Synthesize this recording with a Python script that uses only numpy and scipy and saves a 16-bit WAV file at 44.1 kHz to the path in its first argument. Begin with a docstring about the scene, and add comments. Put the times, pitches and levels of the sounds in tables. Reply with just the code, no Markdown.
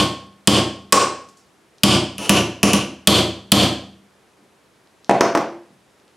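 """Hammering a steel strip over in a vise

A hammer bends a thin steel strip clamped in a bench vise, in a small hard-walled workshop. Each blow is a
burst of steel chatter through damped resonances, plus strip modes and a later vise and bench thud.
The hammer is then laid down: wood-coloured bursts and modes. Noise reflections and room tone surround it.
A close, nearly mono microphone overloads; its gain control ducks the blows and recovers into the room's tail."""
import sys
import numpy as np
from scipy import signal
from scipy.fft import rfft, irfft
from scipy.io import wavfile

SR = 44100
rng = np.random.default_rng(int(sys.argv[2]) if len(sys.argv) > 2 else 0)


def store_pcm(level_fs):
    """Save levels as 16-bit WAV."""
    pcm = np.round(np.clip(level_fs, -1, 1) * 32767).astype(np.int16)
    wavfile.write(sys.argv[1], SR, np.atleast_2d(pcm).T)


N = 271668
LEAD_S, EVENT_S = 0.25, 1.2  # track pre-roll; longest event
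AGE = np.arange(int(EVENT_S * SR)) / SR  # time since an event began [s]

# Hammer on strip; spot 0 near the jaws, 1 at the free tip; glance 0 is a square hit.
# Ring level is set blow by blow: some ring freely, others sound muted.
# (time [s], force [dB], contact t60 [s], strip pitch [Hz], ring [dB], landing spot [0-1], glance [0-1])
HAMMER_BLOWS = [ (-.085, 24, 0.023, 1086, -2.5, .12, .06), (0.4734, 26, 0.013, 1085, -10.5, .25, 0),
                (0.9239, 23.5, 0.045, 1100, -4, 0.63, 1), (1.8344, 28.5, 0.011, 1122, -21.5, 0.27, 0.08),
                (2.1819, -3, 0.015, 1155, -19, 0.98, 0), (2.294, 23.5, 0.013, 1165, -8.5, 0.88, .08),
                (2.6309, 18.5, 0.003, 1155, -20, 0.9, 0), (2.733, 13.5, .025, 1146, -16.5, 0.93, 0.1),
                (3.0726, 28, 0.03, 1169, -17.5, 0, 0.01), (3.5188, 28, 0.031, 1210, -19.5, 0.05, 0.01)]
# Broad colour of the steel smack: (frequency [Hz], level [dB])
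SMACK_SPECTRUM = [(150, -27.5), (700, 3.5), (1300, -12), (1800, 3), (1950, -1), (2500, 7), (3700, 0.5),
                  (5500, 0), (8000, 2.5), (12000, -2), (16000, -5.5)]
# Broad colour of the iron vise: (frequency [Hz], level [dB])
VISE_SPECTRUM = [(80, -12), (220, 2.5), (400, 10), (480, 9), (600, 10), (690, 7.5), (760, 9), (850, 5),
                 (1000, 8.5), (1400, 3), (3000, -23)]
TREBLE_EDGE_HZ = (11800, 6600)  # of the smack: (near the jaws, at the tip)


def from_db(db):
    """Decibels to gain."""
    return 10 ** (np.asarray(db) / 20)


def unit(x):
    """Scale to an energy of one."""
    return x / np.sqrt(np.sum(x ** 2))


def between(pair, share):
    """The value a share of the way from the first of a pair to the second."""
    return pair[0] + (pair[1] - pair[0]) * np.clip(share, 0, 1)


def at_hz(points, hz):
    """Read a table along a log-frequency axis."""
    f, value = np.transpose(points)
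    return np.interp(np.log(np.maximum(hz, 1)), np.log(f), value)


def dying(t60):
    """An envelope that falls 60 dB in t60 seconds."""
    return np.exp(-np.log(1000) * AGE / max(t60, 1e-3))


def colour(x, spectrum):
    """Causal minimum-phase filter with the given spectrum, built by folding its cepstrum."""
    size = 8192
    bin_hz = np.arange(size // 2 + 1) * SR / size
    cepstrum = irfft(np.log(from_db(at_hz(spectrum, bin_hz))))
    cepstrum[1:size // 2] *= 2
    cepstrum[size // 2 + 1:] = 0
    impulse = irfft(np.exp(rfft(cepstrum)))[:size // 2]
    return signal.fftconvolve(x, impulse)[:len(x)]


def high_pass(x, hz):
    """Third-order low cut."""
    return signal.sosfilt(signal.butter(3, hz, "high", fs=SR, output="sos"), x)


def band(x, hz, octaves):
    """A cluster of close, well-damped resonances around hz."""
    edges_hz = hz * 2 ** (np.array([-0.5, 0.5]) * octaves)
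    edges_hz = np.minimum(edges_hz, [0.44 * SR, 0.45 * SR])
    # tiny offset avoids denormals
    return signal.sosfilt(signal.butter(2, edges_hz, "band", fs=SR, output="sos"), x + 1e-18)


def with_humps(spectrum, humps, edge_hz=20000, steepness_db_per_octave=36, edge_floor_db=-15):
    """A spectrum plus broad resonances (Hz, dB, octaves); a treble edge shelves off the spectrum above it."""
    hz = np.geomspace(20, SR / 2, 300)
    shelf_db = np.clip(-steepness_db_per_octave * np.log2(hz / edge_hz), edge_floor_db, 0)
    power = from_db(at_hz(spectrum, hz) + shelf_db) ** 2
    for centre_hz, db, octaves in humps:
        detune = 2 * np.log2(hz / centre_hz) / octaves
        power = power + from_db(db) ** 2 / (1 + detune ** 4)
    return np.column_stack([hz, 10 * np.log10(power)])


def mode(hz, db, t60):
    """A struck mode: a dying sine with the given energy."""
    return from_db(db) * unit(np.sin(2 * np.pi * hz * AGE) * dying(t60))


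def contact(t60, rebound_share=0.0, rebound_s=0.0033):
    """Chatter between hard faces, near-even in spectrum, of energy one; a springy part touches twice."""
    rebound = rebound_share * np.interp(AGE - rebound_s, AGE, dying(t60), left=0)
    envelope = np.hypot(dying(t60), rebound)
    burst = rng.standard_normal(len(AGE))
    # alternate shaping in time with flattening in frequency
    for _ in range(8):
        spectrum = rfft(burst * envelope)
        burst = irfft(spectrum / (np.abs(spectrum) + 1e-12), len(AGE))
        envelope = envelope ** 0.7
    return unit(burst * dying(10 * t60))


def silent_track():
    """An empty track that begins LEAD_S early."""
    return np.zeros(N + int(LEAD_S * SR))


def add(track, s, sound):
    """Mix a sound into a track that begins LEAD_S early."""
    start = max(round((s + LEAD_S) * SR), 0)
    track[start:start + len(sound)] += sound[:len(track) - start]


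def hammer_blows(bench_lag_s=0.0045, thud_t60_s=0.07, rebound_share=0.9, ping_octaves=0.18,
                 afterring_db=-27, afterring_t60_s=0.3):
    """Face and strip chatter, strip modes ring, vise and bench answer late; returns hits and rings."""
    # Strip's upper modes: (frequency [Hz], level [dB], t60 [s])
    overtone_modes = [(1482, 7, 0.11), (4070, 2.5, .25), (4810, 3.5, 0.15), (5225, 2, .2), (5670, 0.5, .2),
                      (8495, -8, .2), (9850, -6, .15)]
    # Vise and bench modes: (frequency [Hz], level [dB], t60 [s])
    bench_modes = [(82, -11.5, 0.52), (111.4, -8, 0.62), (195.86, -16, 0.89), (213.4, -24, 1.0),
                   (204.4, 5, 0.15), (293, -20.5, 0.6), (343, -9.5, 0.53), (426, -20, 0.55),
                   (591.5, -20, 0.2), (626, -17, 0.6), (760, -22.5, 0.53)]
    # Broad colour of the bench's thud: (frequency [Hz], level [dB])
    thud_spectrum = [(25, -19), (50, -11.5), (80, 7), (140, 14.5), (200, 15), (250, 18.5), (340, 20),
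                     (480, -0.5), (800, -0.5), (2000, -21)]
    # bending stiffens the strip: (straight, fully bent)
    strip_hz, ring_t60_s = (1087, 1213), (0.56, 0.2)
    # a glancing blow drives the bench less and the overtones more: (square, glancing)
    thud_db, vise_db = (-2, -14.5), (-0.5, 2)
    overtones_db, ping_db = (-30, -22.5), (2.5, 15)

    hits, rings = silent_track(), silent_track()
    overtones = sum(mode(*row) for row in overtone_modes)
    bench = sum(mode(*row) * (-1) ** k for k, row in enumerate(bench_modes))
    for s, force_db, contact_s, ring_hz, ring_db, spot, glance in HAMMER_BLOWS:
        force = from_db(force_db)
        bend = (ring_hz - strip_hz[0]) / (strip_hz[1] - strip_hz[0])

        # the strip springs back against the face; both touches excite its damped resonances
        resonances = strip_resonances(bend, spot, glance)
        ping = (ring_hz, between(ping_db, glance), ping_octaves)  # first swing of the main mode
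        smack = with_humps(SMACK_SPECTRUM, resonances + [ping], between(TREBLE_EDGE_HZ, spot))
        steel = colour(contact(contact_s, rebound_share), smack)
        upper = from_db(between(overtones_db, glance)) * overtones
        add(hits, s, force * (steel + upper))

        # main mode, clank and clang lose most of their swing at once, then ring on quietly
        ring = mode(ring_hz, ring_db, between(ring_t60_s, bend))
        for hz, db, _ in resonances[:2]:
            ring += mode(hz, db + afterring_db, afterring_t60_s)
        add(rings, s, force * ring)

        # heavy vise and bench answer a moment later
        thud_gain = from_db(between(thud_db, glance))
        vise_gain = from_db(between(vise_db, glance))
        thud = thud_gain * colour(contact(contact_s + thud_t60_s), thud_spectrum)
        iron = vise_gain * colour(contact(contact_s + thud_t60_s), VISE_SPECTRUM)
        add(hits, s + bench_lag_s, force * (thud + iron))
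        add(rings, s + bench_lag_s, force * thud_gain * bench)
    return hits, rings


def strip_resonances(bend, spot, glance, octaves=0.26):
    """Damped clank, clang, sizzle and skid of the struck strip: (Hz, dB, octaves)."""
    # landing spot: (near the jaws, at the tip)
    clank_hz, clang_hz = (3262, 2830), (4380, 5950)
    clang_db, sizzle_db = (8.5, 1), (-7, 4)
    sizzle_hz = (8200, 11500)  # (straight, fully bent)
    clank_db, skid_db = (14, -3), (-10.5, 3)  # (square, glancing)
    return [(between(clank_hz, spot), between(clank_db, glance), octaves),
            (between(clang_hz, spot), between(clang_db, spot), octaves),
            (between(sizzle_hz, bend), between(sizzle_db, spot), octaves),
            (7700, between(skid_db, glance), 0.4)]  # face skidding over the edge


def cracks(crack_db=-10.5, crack_hz=9400, crack_octaves=0.68, crack_t60_s=0.002):
    """First touch of each blow: a very brief, bright crack, beamed too narrowly to fill the room."""
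    track = silent_track()
    for s, force_db, *_ in HAMMER_BLOWS:
        crack = unit(band(contact(crack_t60_s), crack_hz, crack_octaves))
        add(track, s, from_db(force_db + crack_db) * crack)
    return track


def noise_swell(start_s=2.19, length_s=0.073, noise_db=2.6, swell_db=7, bend=0.39, spot=1.0,
                glance=0.056, vise_db=2):
    """A short noise swell before the next blow, coloured like strip and vise."""
    swell = from_db(swell_db * np.minimum(AGE / length_s, 1)) * (AGE < length_s)
    noise = from_db(noise_db) * unit(rng.standard_normal(len(AGE)) * swell)
    resonances = strip_resonances(bend, spot, glance)
    smack = with_humps(SMACK_SPECTRUM, resonances, between(TREBLE_EDGE_HZ, spot))
    steel = colour(noise, smack)
    iron = from_db(vise_db) * colour(noise, VISE_SPECTRUM)
    track = silent_track()
    add(track, start_s, steel + iron)
    return track


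def hammer_laid_down(wood_t60_s=0.0632, click_hz=5440, click_octaves=0.47, mode_spread_db=-3.0,
                     bass_cut_hz=180):
    """Handle and head knock on the bench top: damped wood, short modes and a click."""
    # Knocks; hardness 0 is the handle, 1 the steel head:
    # (time [s], force [dB], knock [Hz], hardness [0-1])
    knocks = [ (5.0944, 12.5, 747, 0), (5.1100, 11.5, 740, 0.23), (5.2085, 16.5, 1000, 1),
              (5.3501, 9, 1000, 0.68), (5.3738, 5, 950, 0.8), (5.4095, -4.5, 800, 0.1)]
    # Broad colour of the wood: (frequency [Hz], level [dB])
    wood_spectrum = [(40, -21), (110, 5.5), (170, 13.5), (235, 18), (350, 21.5), (470, 17), (590, 17.5),
                     (900, 11.5), (1200, 5.5), (1800, 6), (2700, 1), (4000, -8), (9000, -13.5),
                     (13000, -41)]
    # Handle and bench top modes: (frequency [Hz], level [dB], t60 [s])
    wood_modes = [(216, -8.5, .2), (345, -7, 0.32), (585, -11.5, .14), (679, -7.5, 0.25),
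                  (748.5, -7, 0.094), (940, -11.5, 0.16)]
    # a harder knock is broader and clicks more: (handle, head)
    knock_db, knock_octaves = (23.5, 13.5), (0.23, 1.03)
    click_db, click_t60_s = (-20.5, 1), (0.0061, 0.043)

    track = silent_track()
    for s, force_db, knock_hz, hardness in knocks:
        hump = (knock_hz, between(knock_db, hardness), between(knock_octaves, hardness))
        wood = colour(contact(wood_t60_s), with_humps(wood_spectrum, [hump]))
        # each knock lands elsewhere and favours other modes
        ringing = sum(mode(hz, db + mode_spread_db * rng.standard_normal(), t60)
                      for hz, db, t60 in wood_modes)
        # low cut removes the bass made by the modes' abrupt sine onsets
        ringing = high_pass(ringing + 1e-18, bass_cut_hz)
        click = band(contact(between(click_t60_s, hardness)), click_hz, click_octaves)
        click = from_db(between(click_db, hardness)) * click
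        add(track, s, from_db(force_db) * (wood + ringing + click))
    return track


def scuffs_and_ticks(octaves=1.0, ticks_per_s=1.3, tick_db=-37, tick_hz=2900, tick_t60_s=0.006,
                     tick_spread_db=3, tick_spread_octaves=0.5):
    """Hands and tool shift: band-limited contact noise at set times, fainter ticks at random times."""
    # Scuffs and bumps: (time [s], level [dB], frequency [Hz], t60 [s])
    scuffs = [(1.287, -25.5, 6000, 0.17), (1.371, -26, 6000, .35), (1.7826, -29, 4450, 0.034),
              (4.39, -24.5, 230, .4), (5.0455, -23, 4500, .008), (5.705, -24, 188, 0.101),
              (5.901, -39, 6000, 1.1)]
    track = silent_track()
    for s, db, hz, t60 in scuffs:
        add(track, s, from_db(db) * unit(band(contact(t60), hz, octaves)))
    touch = contact(tick_t60_s)
    duration_s = N / SR
    for when, size, pitch in rng.uniform(-1, 1, (round(ticks_per_s * duration_s), 3)):
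        hz = tick_hz * 2 ** (tick_spread_octaves * pitch)
        tick = unit(band(touch, hz, octaves))
        add(track, abs(when) * duration_s, from_db(tick_db + tick_spread_db * size) * tick)
    return track


def workshop(x, build_s=0.0013, band_octaves=0.56):
    """Dense reflections that build up quickly and die band by band; returns mid and side."""
    # Reverberation time: (frequency [Hz], t60 [s])
    room_t60 = [(80, 0.56), (200, 0.5), (500, 0.49), (1200, 0.43), (3200, 0.45), (6000, 0.43),
                (10000, 0.32), (15000, 0.26)]
    # What the walls send back: (frequency [Hz], level [dB])
    wall_spectrum = [(200, -2.5), (1000, -1), (5000, -4), (10000, -6.5), (12500, -5.5), (15500, -8)]
    # Stereo width of the room: (frequency [Hz], side minus mid [dB])
    room_width = [(100, -55), (350, -48), (700, -25.5), (1400, -24), (2800, -17.5), (5600, -11),
                  (11000, -12)]
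    centres_hz = 40 * 2 ** (np.arange(18) / 2)
    build = 1 - np.exp(-AGE / build_s)
    tails = []
    for white in rng.standard_normal((2, 2, len(AGE))):
        # neighbouring bands take alternate noises
        tail = sum(band(white[k % 2], hz, band_octaves) * dying(at_hz(room_t60, hz))
                   for k, hz in enumerate(centres_hz))
        reflections = colour(unit(tail * build), wall_spectrum)
        tails.append(signal.fftconvolve(x, reflections)[:len(x)])
    return tails[0], colour(tails[1], room_width)


def room_tone(tone_db=-57):
    """Steady low rush and capsule hiss from coloured noise; returns mid and side."""
    # Room tone colour: (frequency [Hz], level [dB])
    tone_spectrum = [(25, -23), (60, -8), (110, -6), (200, -2), (260, -4), (360, -1), (600, -5.5),
                     (1100, -8.5), (2500, -14), (5500, -20), (11000, -24), (15500, -41.5)]
    # Width of room tone and capsule hiss: (frequency [Hz], side minus mid [dB])
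    tone_width = [(60, -6.5), (180, -11.5), (550, -8), (1650, -7.5), (4970, -9.5), (15000, -14)]
    mid, side = [from_db(tone_db) * np.sqrt(N) * unit(colour(white, tone_spectrum))
                 for white in rng.standard_normal((2, N))]
    return mid, colour(side, tone_width)


def scene(direct_db=-3.5, room_db=2.0, ring_db=-0.5, ring_room_db=-13.0, handling_db=0.5,
          handling_room_db=-1.0):
    """Direct sound, room and room tone at a closely spaced pair of capsules."""
    hits, rings = hammer_blows()
    hits = hits + noise_swell()
    handling = hammer_laid_down() + scuffs_and_ticks()
    direct = from_db(direct_db) * hits + cracks()
    direct += from_db(ring_db) * rings + from_db(handling_db) * handling
    room_send = from_db(room_db) * hits + from_db(ring_room_db) * rings
    room_send += from_db(handling_room_db) * handling
    room_mid, room_side = workshop(room_send)
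    tone_mid, tone_side = room_tone()
    # drop the pre-roll
    mid = (direct + room_mid)[-N:] + tone_mid
    side = room_side[-N:] + tone_side
    return np.array([mid + side, mid - side])


def record(dry, low_cut_hz=55, threshold_db=-11.0, release_db_per_s=170, attack_s=0.0015, sense_s=0.0069,
           ahead_s=0.00019, top_cut_hz=15800):
    """Low cut; gain control ducks loud sound and recovers at a set rate; peaks saturate; top cut."""
    dry = high_pass(dry, low_cut_hz)
    sense, attack = np.exp(-1 / (sense_s * SR)), np.exp(-1 / (attack_s * SR))
    power = signal.lfilter([1 - sense], [1, -sense], np.mean(dry ** 2, axis=0))
    excess_db = np.maximum(10 * np.log10(power + 1e-12) - threshold_db, 0)
    # running maximum against a ramp: instant rise, linear release in dB
    ramp_db = release_db_per_s * np.arange(N) / SR
    held_db = np.maximum.accumulate(excess_db + ramp_db) - ramp_db
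    duck_db = signal.lfilter([1 - attack], [1, -attack], held_db)
    # look ahead slightly
    duck_db = np.interp(np.arange(N) + ahead_s * SR, np.arange(N), duck_db)
    clipped = np.tanh(dry * from_db(-duck_db))
    return signal.sosfilt(signal.ellip(10, 0.1, 70, top_cut_hz, fs=SR, output="sos"), clipped)


dry = scene()
out = record(dry)
store_pcm(out)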